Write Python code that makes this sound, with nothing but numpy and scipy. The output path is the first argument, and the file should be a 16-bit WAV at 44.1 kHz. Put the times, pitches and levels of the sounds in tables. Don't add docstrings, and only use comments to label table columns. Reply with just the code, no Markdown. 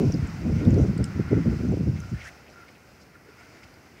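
import sys
import numpy as np
from scipy import signal
from scipy.io import wavfile

SR = 44100
rng = np.random.default_rng(int(sys.argv[2]) if len(sys.argv) > 2 else 0)


def decibels_to_gain(level_db):
    exponent = np.asarray(level_db, float) / 20
    return 10 ** exponent


def digitize_waveform(pressure):
    field = np.atleast_2d(pressure).T
    bounded = np.clip(field, -1, 1)
    quanta = np.round(bounded * 32767).astype(np.int16)
    wavfile.write(sys.argv[1], SR, quanta)


N = 176400
PORT_CUT_HZ = 62.3
HISS_CUT_HZ = 6500

# pitch_hz, density_db [dB per Hz]
FAR_WIND_TONE = [(18, -45), (30, 0), (65, -3.5), (249, -9), (281, -8.5), (383, -10), (1200, -34),
                 (1560, -58), (2640, -120)]
# pitch_hz, density_db [dB per Hz]
BRUSH_TONE = [(410, -10.5), (700, -4), (1270, -14), (1390, 1), (1580, -17.5), (2420, -9), (3480, -23),
              (5220, -13.5), (9000, -32), (11700, -54), (19800, -120)]
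# time_s, rush_db, murmur_db
AIR_FLOW = [(0, -46, -67), (.25, -48.5, -51), (.5, -49.5, -56.5), (.7, -48.5, -53.5), (1.0, -50.5, -54.5),
            (1.35, -50.5, -49.5), (1.6, -48.5, -55.5), (1.8, -52, -61.5), (2.08, -51.5, -61.5),
            (2.3, -53, -61), (2.51, -58.5, -62), (2.6, -55.5, -59), (2.69, -57, -65), (2.95, -57.5, -66),
            (3.2, -60, -63), (3.45, -55, -60), (3.75, -57, -64), (4, -59, -62.5)]
# pitch_hz, width_hz, level_db
POST_HOLLOWS = [
    (1223, 930, 3),
    (1967, 580, 2.5),
]
# start_s, length_s, level_db
WIRE_PUFFS = [(0.162, 0.16, -57), (.58, 0.094, -54), (0.673, 0.28, -52), (0.926, 0.24, -50.5),
              (1.105, 0.35, -51), (1.384, 0.32, -55), (1.84, 0.1, -66), (1.974, 0.15, -52.5),
              (2.102, 0.12, -54.5), (2.17, .2, -61), (2.377, 0.067, -59), (2.515, 0.16, -51.5),
              (3.13, .05, -56.5), (3.264, .09, -61), (3.36, 0.095, -58.5), (3.52, 0.17, -62)]
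# start_s, length_s,
# level_db, start_pitch_hz, end_pitch_hz
SOIL_SCUFFS = [(0.537, 0.11, -50, 2100, 2170), (0.702, 0.027, -60, 5500, 5600),
               (0.736, 0.016, -52, 5500, 5000), (.79, 0.063, -55.5, 5800, 6100),
               (.86, 0.031, -55.5, 5500, 4800), (1.04, 0.032, -56, 7800, 6300),
               (1.943, 0.076, -52.5, 2000, 2150), (1.999, 0.0074, -60, 13000, 12000),
               (2.083, .03, -63, 6000, 6500), (2.123, 0.11, -51.5, 1450, 2040),
               (2.197, 0.046, -45.5, 2200, 2070), (2.226, 0.081, -43.5, 1400, 1920),
               (2.21, 0.067, -66, 2900, 2600), (2.178, 0.059, -59, 5000, 4800),
               (2.225, 0.07, -54, 4800, 6000), (2.255, 0.051, -61.5, 9000, 9600),
               (2.262, .08, -54.5, 620, 710), (2.448, 0.1, -55, 570, 520),
               (2.458, 0.048, -59.5, 2500, 2500), (2.475, 0.082, -62, 5000, 4900),
               (2.674, 0.03, -55, 2100, 2100), (2.737, 0.033, -61, 2300, 2500),
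               (2.995, .05, -61.5, 5000, 4700), (3.131, .04, -61, 1900, 1700),
               (3.245, 0.082, -55, 400, 370), (3.374, 0.062, -60, 2000, 2400),
               (3.378, 0.04, -68, 5200, 5000), (3.381, 0.045, -59, 300, 300), (3.495, 0.11, -56, 420, 340),
               (3.529, 0.089, -60, 1900, 2100), (3.62, .03, -51, 2140, 2150), (3.623, .03, -61, 5000, 4600),
               (3.95, 0.063, -58.5, 2100, 2300), (1.999, .008, -59, 9000, 7700),
               (2.16, .14, -55.5, 2135, 2400), (2.282, .008, -60, 12500, 12500),
               (2.68, 0.029, -54, 570, 500), (3.69, 0.029, -58, 218, 170), (0.688, .18, -38.5, 427.3, 480)]
# start_s, peak_db, pitch_hz, t60_s
TWIG_SNAPS = [(0.1217, -35.5, 5670, 0.033), (.138, -38.5, 5000, 0.042), (.272, -42, 7500, 0.018),
              (0.52, -44.5, 5240, 0.039), (0.705, -38, 6900, .012), (.742, -39, 4200, 0.011),
              (0.78, -44.5, 6000, 0.066), (0.92, -57, 4900, 0.042), (0.978, -32.5, 7800, 0.0074),
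              (0.74, -46, 5500, .01), (1.65, -42.5, 6540, 0.011), (2.833, -49, 8000, .008),
              (2.5, -54, 7000, .008), (3.74, -46, 4900, 0.017), (2.285, -48, 6000, 0.011),
              (1.041, -23, 8000, 0.0084), (1.041, -27.5, 5200, 0.013), (1.042, -43, 10700, 0.011),
              (1.041, -37, 3100, 0.012), (.979, -38, 4700, 0.011), (0.65, -35, 3700, 0.018),
              (1.686, -44, 6000, 0.025), (1.72, -46, 7400, 0.013), (2.002, -32.5, 6300, 0.012),
              (2.286, -47, 2300, .012), (2.684, -48, 4640, 0.018), (3.401, -54, 8000, 0.0088),
              (3.639, -47, 4600, 0.02)]
# time_s, rumble_db
GUST_FLOW = [(0, -26), (.2, -27), (.35, -32.5), (.47, -23), (.62, -25), (.75, -21.5), (.92, -26),
             (1.1, -30), (1.26, -32), (1.42, -29.5), (1.58, -32), (1.75, -26), (1.95, -31), (2.08, -36.5),
             (2.2, -40), (2.33, -53.5), (2.5, -93), (4, -70.5)]
# start_s, level_db, length_s, top_hz
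EDDY_BURSTS = [(-.02, -19, 0.08, 368), (0.051, -19.5, 0.054, 221), (0.129, -23.5, 0.052, 280),
               (.23, -20, 0.022, 136), (0.4, -39, 0.035, 296), (0.45, -26, 0.033, 286),
               (0.601, -27, 0.078, 370), (0.498, -24.5, 0.12, 172), (0.656, -12.5, 0.058, 260),
               (0.705, -17, 0.088, 232), (0.756, -18, 0.0564, 340), (0.794, -18.5, 0.035, 288),
               (0.839, -27, 0.046, 384), (0.874, -21.5, 0.055, 209), (0.987, -21, 0.041, 363),
               (1.142, -28, 0.054, 282.8), (1.192, -20, 0.026, 277), (1.307, -17, 0.049, 328),
               (1.354, -19.5, 0.0625, 277), (1.443, -17, 0.061, 266), (1.504, -27.5, 0.061, 330),
               (1.628, -22.5, 0.05, 280), (1.683, -19.5, 0.036, 216), (1.714, -23, 0.041, 350),
               (1.776, -25, 0.015, 330), (1.856, -19, 0.051, 226), (1.91, -27, 0.064, 171),
               (2.115, -23, 0.036, 164)]
# crest_s, peak_db, pitch_hz
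PRESSURE_SLAPS = [(.101, -22.5, 420), (.148, -17.5, 295), (.675, -8, 168), (.779, -7, 308),
                  (.800, -10.5, 357), (.894, -25, 420), (0.994, -14, 260), (1.199, -17, 330),
                  (1.332, -6, 320), (1.461, -25, 200), (1.647, -41, 328), (1.717, -37, 396),
                  (1.741, -19, 373), (1.772, -23, 404), (1.88, -18, 260), (2.132, -18.5, 197)]


def rms_one(x):
    return x / np.sqrt(np.mean(x ** 2) + 1e-20)


def in_time(rows):
    s, *columns = np.transpose(rows)
    return [np.interp(np.arange(N) / SR, s, column) for column in columns]


def drift(rate_hz):
    r = np.exp(-2 * np.pi * rate_hz * 40 / SR)
    noise = rng.standard_normal(N // 40 + 2002)
    slow = signal.lfilter([1], [1, -2 * r, r * r], noise)[2000:]
    return np.interp(np.arange(N) / 40, np.arange(len(slow)), rms_one(slow))


def resonate_twice(x, hz, width_hz):
    return resonate(resonate(x, hz, width_hz), hz, width_hz)


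def resonate(x, hz, width_hz):
    r = np.exp(-np.pi * width_hz / SR)
    poles = [1, -2 * r * np.cos(2 * np.pi * hz / SR), r * r]
    return signal.lfilter([1, 0, -1], poles, x) * (1 - r * r) / 2


def cut(x, hz, kind, order=2):
    return signal.sosfilt(signal.butter(order, hz, kind, fs=SR, output="sos"), x)


def add(out, x, s):
    i = int(s * SR)
    x = x[max(-i, 0):N - i]
    out[max(i, 0):max(i, 0) + len(x)] += x


def stroke(length_s, count):
    return np.sin(np.pi * np.clip(np.arange(count) / SR / length_s, 0, 1))


def banded(tone, patchy_db):
    hz, db = np.transpose(tone)
    out, together, white = 0, drift(10.0), rng.standard_normal((2, N))
    edges = 28 * 2 ** (np.arange(45) / 5)
    for k, (low, high) in enumerate(zip(edges, edges[1:])):
        level_db = np.interp(np.log(low * high) / 2, np.log(hz), db, left=-90, right=-90)
        flicker_db = patchy_db * (0.16 * together + 0.33 * drift(7.8))
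        out = out + decibels_to_gain(level_db + flicker_db) * cut(white[k % 2], [low, high], "band")
    return rms_one(out)


def hollow(hz, width_hz):
    return rms_one(resonate_twice(rng.standard_normal(N), hz, width_hz))


def far_wind():
    return decibels_to_gain(-53) * banded(FAR_WIND_TONE, patchy_db=0.7)


def brush_rush():
    rush_db, _ = in_time(AIR_FLOW)
    dust = decibels_to_gain(-16.5) * cut(rng.standard_normal(N), HISS_CUT_HZ, "high")
    return decibels_to_gain(rush_db) * (banded(BRUSH_TONE, patchy_db=2.45) + dust)


def post_murmur():
    _, murmur_db = in_time(AIR_FLOW)
    murmur = sum(decibels_to_gain(db) * hollow(hz, width_hz) for hz, width_hz, db in POST_HOLLOWS)
    return decibels_to_gain(murmur_db - 3) * murmur


def wire_whistle():
    puffs = np.zeros(N)
    for s, length_s, db in WIRE_PUFFS:
        add(puffs, decibels_to_gain(db) * stroke(length_s, count=SR // 2), s)
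    return puffs * decibels_to_gain(0.5 * drift(20.0)) * hollow(1390, width_hz=125)


def scuffs():
    grains_per_s, hollow_q = 6000, 2.7
    out, draws = np.zeros(N), rng.random((len(SOIL_SCUFFS), 3, SR // 3))
    for (s, length_s, db, hz, end_hz), (born, size, sign) in zip(SOIL_SCUFFS, draws):
        grain_level = decibels_to_gain(-2.8 * np.log(size + 0.0013))
        grit = (born < grains_per_s / SR) * grain_level * np.sign(sign - 0.5)
        narrow = rms_one(resonate_twice(grit, hz, hz / hollow_q))
        wide = rms_one(cut(resonate(grit, hz, hz), 8200, "low"))
        body = narrow + decibels_to_gain(-11) * wide
        speed = np.interp(np.arange(SR // 5) / SR, [0, length_s], [1, end_hz / hz])
        moving = np.interp(np.cumsum(speed), np.arange(SR // 3), body)
        add(out, decibels_to_gain(db) * moving * stroke(length_s, count=SR // 5), s)
    return out


def snaps():
    twig_q, rise_s, crack_db, crack_t60_s = 8, 0.001, -6, 0.015
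    out, t = np.zeros(N), np.arange(SR // 8) / SR
    chance = rng.standard_normal((len(TWIG_SNAPS), SR // 8))
    for (s, db, hz, t60_s), noise in zip(TWIG_SNAPS, chance):
        ring = rms_one(resonate_twice(noise, hz, hz / twig_q)) * decibels_to_gain(-60 * t / t60_s)
        crack_fade = decibels_to_gain(crack_db - 60 * t / min(t60_s, crack_t60_s))
        crack = crack_fade * cut(noise[::-1], [2600, 9500], "band", order=3)
        add(out, decibels_to_gain(db) * (ring + crack) * (1 - np.exp(-t / rise_s)), s)
    return out


def rumble():
    rumble_hz, flutter_hz, hz_per_db = 125.8, 253, 5
    db, = in_time(GUST_FLOW)
    db = db + 2.5 * drift(19.32)
    speed = np.clip(1.5 + hz_per_db * (db + 29.5) / rumble_hz, 0.4, 2)
    white = rng.standard_normal(2 * N + SR)
    lumps = cut(white, rumble_hz, "low", order=4)
    flutter = decibels_to_gain(-17) * cut(white[::-1], flutter_hz, "low", order=4)
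    frozen = rms_one((lumps + flutter)[SR // 2:])
    return decibels_to_gain(db) * np.interp(np.cumsum(speed), np.arange(len(frozen)), frozen)


def eddies():
    rise, sag, lead_s = 0.425, 0.464, 0.008184
    out, white = np.zeros(N), rng.standard_normal((len(EDDY_BURSTS), SR // 2))
    for (s, db, length_s, top_hz), noise in zip(EDDY_BURSTS, white):
        u = np.arange(SR // 4) / SR / length_s
        swell = np.sin(u / rise * np.pi / 2) ** 2
        shape = np.where(u < rise, swell, np.exp(-((u - rise) / 0.846) ** 2))
        low = cut(noise, 1.018 * top_hz, "low", order=4)
        frozen = cut(low, PORT_CUT_HZ, "high")[SR // 4:]
        speed = 1 - sag * (1 - shape)
        body = shape * np.interp(np.cumsum(speed), np.arange(SR // 4), frozen)
        body = rms_one(body) * np.sqrt(np.mean(shape ** 2))
        fine = cut(noise[::-1], 1.98 * top_hz, "low", order=4)
        spray = shape ** 2 * rms_one(cut(fine, top_hz, "high")[SR // 4:])
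        add(out, decibels_to_gain(db) * (body + decibels_to_gain(-25) * spray), s - lead_s)
    return out


def slaps():
    out, t = np.zeros(N), np.arange(-SR // 50, SR // 50) / SR
    tilts = rng.uniform(0, 2 * np.pi, len(PRESSURE_SLAPS))
    for (s, db, hz), tilt in zip(PRESSURE_SLAPS, tilts):
        bump = np.exp(-(t * hz / 0.37) ** 2 / 2)
        add(out, decibels_to_gain(db) * np.cos(2 * np.pi * hz * t + tilt) * bump, s + t[0])
    return out


def scene():
    air = far_wind() + brush_rush() + post_murmur() + wire_whistle()
    ground = scuffs() + snaps()
    gust = rumble() + eddies() + slaps()
    return (air + ground + gust)[None]


def low_pass(x):
    return signal.sosfilt(signal.butter(12, 16760, fs=SR, output="sos"), x)


def record(dry):
    hiss = decibels_to_gain(-69) * cut(rng.standard_normal(dry.shape), HISS_CUT_HZ, "high")
    x = cut(dry, PORT_CUT_HZ, "high", order=5) + hiss
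    rounded = 0.8 * np.tanh(x / 0.8)
    top_cut = signal.ellip(12, 0.5, 70, 15750, fs=SR, output="sos")
    return low_pass(signal.sosfilt(top_cut, rounded))


dry = scene()
out = record(dry)
digitize_waveform(out)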